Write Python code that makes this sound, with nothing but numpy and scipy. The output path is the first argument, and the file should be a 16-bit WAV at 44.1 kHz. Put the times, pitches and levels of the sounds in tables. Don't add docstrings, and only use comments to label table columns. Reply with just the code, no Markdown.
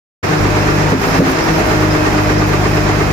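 import sys
import numpy as np
from scipy import signal
from scipy.io import wavfile
from scipy.ndimage import uniform_filter1d

SR = 44100
rng = np.random.default_rng(int(sys.argv[2]) if len(sys.argv) > 2 else 0)


def transcribe(u):
    v = np.clip(np.atleast_2d(u).T, -1, 1)
    q = np.round(v * 32767).astype(np.int16)
    wavfile.write(sys.argv[1], SR, q)


N = 137592
T = np.arange(N) / SR


def amp(db):
    return 10 ** (np.asarray(db) / 20)


def rms_one(x):
    return x / np.sqrt(np.mean(x ** 2) + 1e-20)


def in_time(rows):
    s, *columns = np.transpose(rows)
    return [np.interp(T, s, c) for c in columns]


def at_hz(points, hz):
    point_hz, values = np.transpose(points)
    return np.interp(np.log(hz), np.log(point_hz), values)


def drift(rate_hz):
    r = np.exp(-80 * np.pi * rate_hz / SR)
    noise = rng.standard_normal(N // 40 + 2002)
    slow = signal.lfilter([1], [1, -2 * r, r * r], noise)[2000:]
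    return np.interp(np.arange(N) / 40, np.arange(len(slow)), rms_one(slow))


def ring(clicks, hz, t60):
    r, w = amp(-60 / (t60 * SR)), 2 * np.pi * hz / SR
    return signal.lfilter([0, np.sin(w)], [1, -2 * r * np.cos(w), r * r], clicks + 1e-18)


def push(clicks, seconds):
    hump = np.hanning(int(seconds * SR))
    return signal.fftconvolve(clicks, hump / hump.sum())[:N]


def resonance(x, hz, width_hz):
    r = np.exp(-np.pi * width_hz / SR)
    return signal.lfilter((1 - r * r) / 2 * np.array([1, 0, -1]),
                          [1, -2 * r * np.cos(2 * np.pi * hz / SR), r * r], x)


def later(left, lead_rad, hz):
    return np.interp(T - lead_rad / (2 * np.pi * hz), T, left)


def firings():
    first_knock_s = .331
    # (time [s], rate [Hz])
    speed = [(.2, 50.7), (.85, 50.75), (1.0, 53.0), (1.2, 53.6), (1.45, 53.0), (1.65, 52.2), (1.78, 51.3),
             (2.2, 51.0), (2.6, 50.85), (3.12, 50.85)]
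    count = np.cumsum(in_time(speed)[0]) / SR
    return count - np.interp(first_knock_s, T, count)


def tones(table, count, level_db):
    waver_db, waver_rad = .5, .05
    out = 0
    for multiple, left_db, right_db, lead in table:
        phase = 2 * np.pi * round(3 * multiple) / 3 * count + waver_rad * multiple * drift(2.64)
        waver = waver_db * min(multiple / 2, 6) * drift(5.8)
        gain = amp(level_db + waver + np.array([[left_db], [right_db]]))
        out = out + gain * np.sqrt(2) * np.sin(phase + np.array([[lead], [0]]))
    return out


def exhaust(count, load_db):
    # (multiple of firing rate, left rms [dB], right rms [dB], left leads [rad])
    exhaust_tones = [(1, -19, -22.5, 0.54), (2, -15.5, -16.5, -0.51), (4, -26.5, -26, 0),
                     (7, -42, -33, -0.2)]
    return tones(exhaust_tones, count, load_db)


def pump(count, hum_db, whine_db):
    # (multiple of firing rate, left rms [dB], right rms [dB], left leads [rad])
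    hum_tones = [(3, -18.5, -20.5, -0.18)]
    whine_tones = [(5.9, -21.5, -21.5, 0.21), (8.847, -24, -26, 2.5), (11.9, -27, -29.5, 0.2),
                   (49.86, -41.5, -35.5, 1.5)]
    return tones(hum_tones, count, hum_db) + tones(whine_tones, count, whine_db)


def knock(count, load_db):
    base_db, follows_load, grows_db_per_s = -4, .6, 1.2
    contact_s, swell_t60 = .00094, .012
    # (frequency [Hz], relative level [dB], t60 [s])
    knock_modes = [(324, -3, 0.034), (427, -2, 0.026), (459, -6.5, 0.061), (297, -2, 0.047),
                   (1191, -14, 0.038), (380, -7.5, 0.031)]
    blow_db = base_db + follows_load * load_db + grows_db_per_s * (T - T.mean()) + .41 * drift(3.1)
    cycle = np.floor(count / 6)
    blows = push(np.diff(cycle, prepend=cycle[0]) * amp(blow_db), contact_s)
    out = 0
    for k, (hz, db, t60) in enumerate(knock_modes):
        mode = ring(ring(blows, hz, t60) * hz / SR, hz, swell_t60)
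        out = out + (-1) ** k * amp(db) * mode * 4
    return out


def casing(count, roar_db):
    level_db, strength_spread_db = -24.5, 1.1
    jitter_s, habit_s = .00008, .0012
    # (frequency [Hz], relative level [dB], t60 [s], left minus right [dB], left leads [rad])
    casing_modes = [(741, 0, 0.17, -4, 1.), (761, 0.5, 0.099, 0, 1.4), (949, 2, 0.18, 3, 1.7),
                    (960, -4, .07, 1, 3.), (1084, -7, 0.056, 9, 3.7), (1179, 3.5, 0.12, -6, 2.27),
                    (1450, 5, 0.15, -1, 3.9), (1580, -4, 0.077, 7, 3.), (1826, 1.5, 0.14, 2.5, 2.5),
                    (2140, -2, 0.095, -12.5, 2), (702, -9, 0.05, 1, 0.39), (891, -8, 0.16, 10, 1.1),
                    (2685, -5, 0.19, -9, 1.7)]
    strikes_db = [6, 1, -2, -1, -3, -1]
    at = np.flatnonzero(np.diff(np.floor(count)))
    cylinder = np.floor(count[at + 1]).astype(int) % 6
    habit = rng.normal(0, 1, (6, len(casing_modes)))
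    chance = rng.normal(0, 1, (len(at), len(casing_modes), 2))
    out = 0
    for k, (hz, db, t60, pan_db, lead) in enumerate(casing_modes):
        shift_s = habit_s * habit[cylinder, k] + jitter_s * chance[:, k, 0]
        place = np.clip(at + (SR * shift_s).astype(int), 0, N - 1)
        clicks = np.zeros(N)
        clicks[place] = amp(db + np.array(strikes_db)[cylinder] + strength_spread_db * chance[:, k, 1])
        left = ring(clicks, hz, t60)
        out = out + np.array([left * amp(pan_db / 2), later(left, lead, hz) * amp(-pan_db / 2)])
    return amp(level_db + roar_db - roar_db.mean()) * rms_one(out)


def valve():
    favour_db_per_oct, swell_t60, judder_db = 19, .036, 3
    # (time [s], relative level [dB], favoured pitch [Hz])
    thuds = [(.915, -6.5, 183), (.925, -14, 408), (.945, -17.5, 269), (1.068, -18.5, 425),
             (1.109, -21, 250), (1.15, -8.5, 162), (1.19, 3.5, 139), (1.201, -8, 500), (1.215, -7, 270),
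             (1.279, -14.5, 320), (1.599, -19, 437)]
    # (frequency [Hz], relative level [dB], t60 [s], left leads [rad])
    hopper_modes = [(168, -1.5, 0.06, 0.12), (202, -7.5, 0.088, 0.27), (265.2, 3, 0.17, 0.58),
                    (346, -5, 0.1, 0.69), (415, -1.5, 0.1, 0.7), (505, 4, 0.043, 0.55),
                    (602, 2.5, 0.067, .5)]
    s, db, favoured_hz = np.transpose(thuds)
    out = 0
    for k, (hz, mode_db, t60, lead) in enumerate(hopper_modes):
        off_pitch_db = favour_db_per_oct * abs(np.log2(hz / favoured_hz))
        clicks = np.zeros(N)
        clicks[(s * SR).astype(int)] = amp(db + mode_db - off_pitch_db)
        swelling = ring(ring(clicks, hz, t60), hz, swell_t60) * 800 / SR
        left = (-1) ** k * swelling * amp(judder_db * drift(29))
        out = out + np.array([left, later(left, lead, hz)])
    return out


def slurry():
    stones_per_s, size_db, pan_db = 9100, -.5, 6
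    # (time [s], rms level [dB])
    spatter = [(0.25, -41), (0.32, -41), (0.99, -39.5), (1.0, -35.5), (1.18, -35.5), (1.22, -38),
               (1.31, -30), (1.35, -40), (1.65, -36), (2.17, -40), (2.23, -36), (2.37, -43), (2.42, -39),
               (3.1, -40.5)]
    sizes = amp(size_db * np.minimum(rng.exponential(1, (2, N)), 5)) * rng.choice([-1, 1], (2, N))
    grit = sizes * (rng.random((2, N)) < stones_per_s * amp(3 * drift(25)) / SR)
    grit = signal.sosfilt(signal.butter(2, [9000, 16000], "band", fs=SR, output="sos"), grit)
    return amp(in_time(spatter)[0] - 1 + pan_db * np.array([[.5], [-.5]])) * rms_one(grit)


def roar(count, roar_db):
    lift_db, patchy_db, firing_pulse_db = 3.67, .45, .5
    # (frequency [Hz], relative density [dB per Hz])
    spectrum = [(25, -12), (45, -12), (75, -8.5), (130, -14), (190, -6), (235, -14.5), (330, -7.5),
                (450, -11.5), (560, -14), (640, -12.5), (800, -13), (1200, -15), (1700, -17), (2550, -22),
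                (3100, -31.5), (4300, -28), (5200, -33), (6900, -30), (8500, -44.5), (13800, -55),
                (15400, -43)]
    # (frequency [Hz], left-right likeness [-1 to 1])
    likeness = [(60, 0.78), (130, 1), (290, 0.82), (640, 0.24), (1410, -0.0048), (3100, -0.036),
                (6820, 0.013), (15000, -0.12)]
    # (frequency [Hz], left minus right [dB])
    sides = [(60, -3), (120, 0.5), (240, -0.5), (480, 3), (950, -0.5), (1890, -5.5), (3770, -1.5),
             (7520, -5.5), (15000, 2)]
    cylinders_db = [2, 1.1, -.5, -1.1, -.8, 0]
    cylinder = np.interp(count, np.arange(6), cylinders_db, period=6)
    beat = cylinder + firing_pulse_db * np.cos(2 * np.pi * count)
    together = drift(6)
    edges = 25 * 2 ** np.arange(0, 9.4, 1 / 3)
    white = rng.standard_normal((2, 2, N))
    out = 0
    for k, (low, high) in enumerate(zip(edges, edges[1:])):
        band = signal.butter(2, [low, high], "band", fs=SR, output="sos")
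        mid, side = signal.sosfilt(band, white[k % 2])
        hz = np.sqrt(low * high)
        alike = np.clip(at_hz(likeness, hz), -.99, .99)
        patches = patchy_db * (.67 * together + drift(33))
        balance = at_hz(sides, hz) * np.array([[.5], [-.5]])
        gain = amp(at_hz(spectrum, hz) + patches + beat * (hz > 600) + balance)
        out = out + gain * (np.sqrt(1 + alike) * mid + np.sqrt(1 - alike) * side * [[1], [-1]])
    return amp(roar_db + lift_db) * rms_one(out)


def hiss(roar_db):
    patchy_db = 3
    # (frequency [Hz], width of one pass [Hz], level [dB])
    hiss_bands = [(5120, 450, -38.5), (5620, 500, -40)]
    out = 0
    for hz, width, db in hiss_bands:
        band = resonance(resonance(rng.standard_normal((2, N)), hz, width), hz, width)
        out = out + amp(db + patchy_db * drift(10.5) + np.array([[-1.3], [1.3]])) * rms_one(band)
    return out * amp(roar_db - roar_db.mean())


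def scene():
    # (time [s], engine load [dB], pump hum [dB], pump whine [dB])
    load = [(.2, -3.5, -7, -7), (.33, -6, 1.5, 1), (.42, 0, -1, 0.5), (.65, -3.5, 0.5, -0.5),
            (.88, -4, 2, -1), (.97, -7.5, -13, -10), (1.08, -13, -2, -17), (1.17, -7, 3, -5),
            (1.3, -10, -6, -2), (1.42, -11, -6.5, -4.5), (1.52, -9, 5, 4), (1.65, -7.5, -10, -0.5),
            (1.78, -2, 1.5, 3), (2.0, -4.5, -2, 1.5), (2.3, -2, -2, 1), (2.6, -2.5, -2, -3),
            (2.9, -2.5, -1.5, -1), (3.12, -3, 0, -2)]
    # (time [s], rms level [dB])
    roar_level = [(0.25, -17.5), (0.26, -19.5), (0.3, -18), (0.9, -17), (0.96, -20.5), (1.18, -15),
                  (1.22, -17), (1.3, -14.5), (1.38, -20.5), (1.39, -17), (3.01, -18.5), (3.1, -19)]
    count = firings()
    load_db, hum_db, whine_db = in_time(load)
    roar_db = in_time(roar_level)[0]
    engine = exhaust(count, load_db) + knock(count, load_db) + casing(count, roar_db)
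    background = slurry() + roar(count, roar_db) + hiss(roar_db)
    return engine + pump(count, hum_db, whine_db) + valve() + background


def record(dry):
    start_s, fade_s = .2275, .014
    bass_opens_s, bass_cut_hz = .39, 105
    hold_db, cut_db_per_db, release_db_per_s, glide_s = -11, .6, 50, .014
    ceiling, cutoff_hz = 1.14, 15500
    # (frequency [Hz], width [Hz], depth [0-1])
    mic_dips = [(7870, 1000, 1), (10920, 1500, 0.52)]
    # (height [linear], fade time constant [s])
    bump = [(0.063, 0.15), (-0.1, .03)]
    for hz, width, depth in mic_dips:
        dry = dry - depth * resonance(dry, hz, width)

    thin = signal.sosfilt(signal.butter(2, bass_cut_hz, "high", fs=SR, output="sos"), dry)
    since = np.maximum(T - bass_opens_s, 0)
    opened = 1 - np.exp(-since / .006)
    x = thin + opened * (dry - thin)

    power = uniform_filter1d(np.mean(x ** 2, axis=0), size=800)
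    level_db = 10 * np.log10(power + 1e-9)
    held_db = np.maximum.accumulate(level_db + release_db_per_s * T) - release_db_per_s * T
    cut_db = -cut_db_per_db * np.maximum(held_db - hold_db, 0)
    r = np.exp(-1 / (glide_s * SR))
    x = x * amp(signal.lfilter([1 - r], [1, -r], cut_db))

    x = x + opened * np.array([height * np.exp(-since / s) for height, s in bump])
    fade = np.clip((T - start_s) / fade_s, 0, 1)
    x = np.tanh(x * fade / ceiling) * ceiling
    return signal.sosfilt(signal.ellip(10, .5, 70, cutoff_hz, fs=SR, output="sos"), x)


dry = scene()
out = record(dry)
transcribe(out)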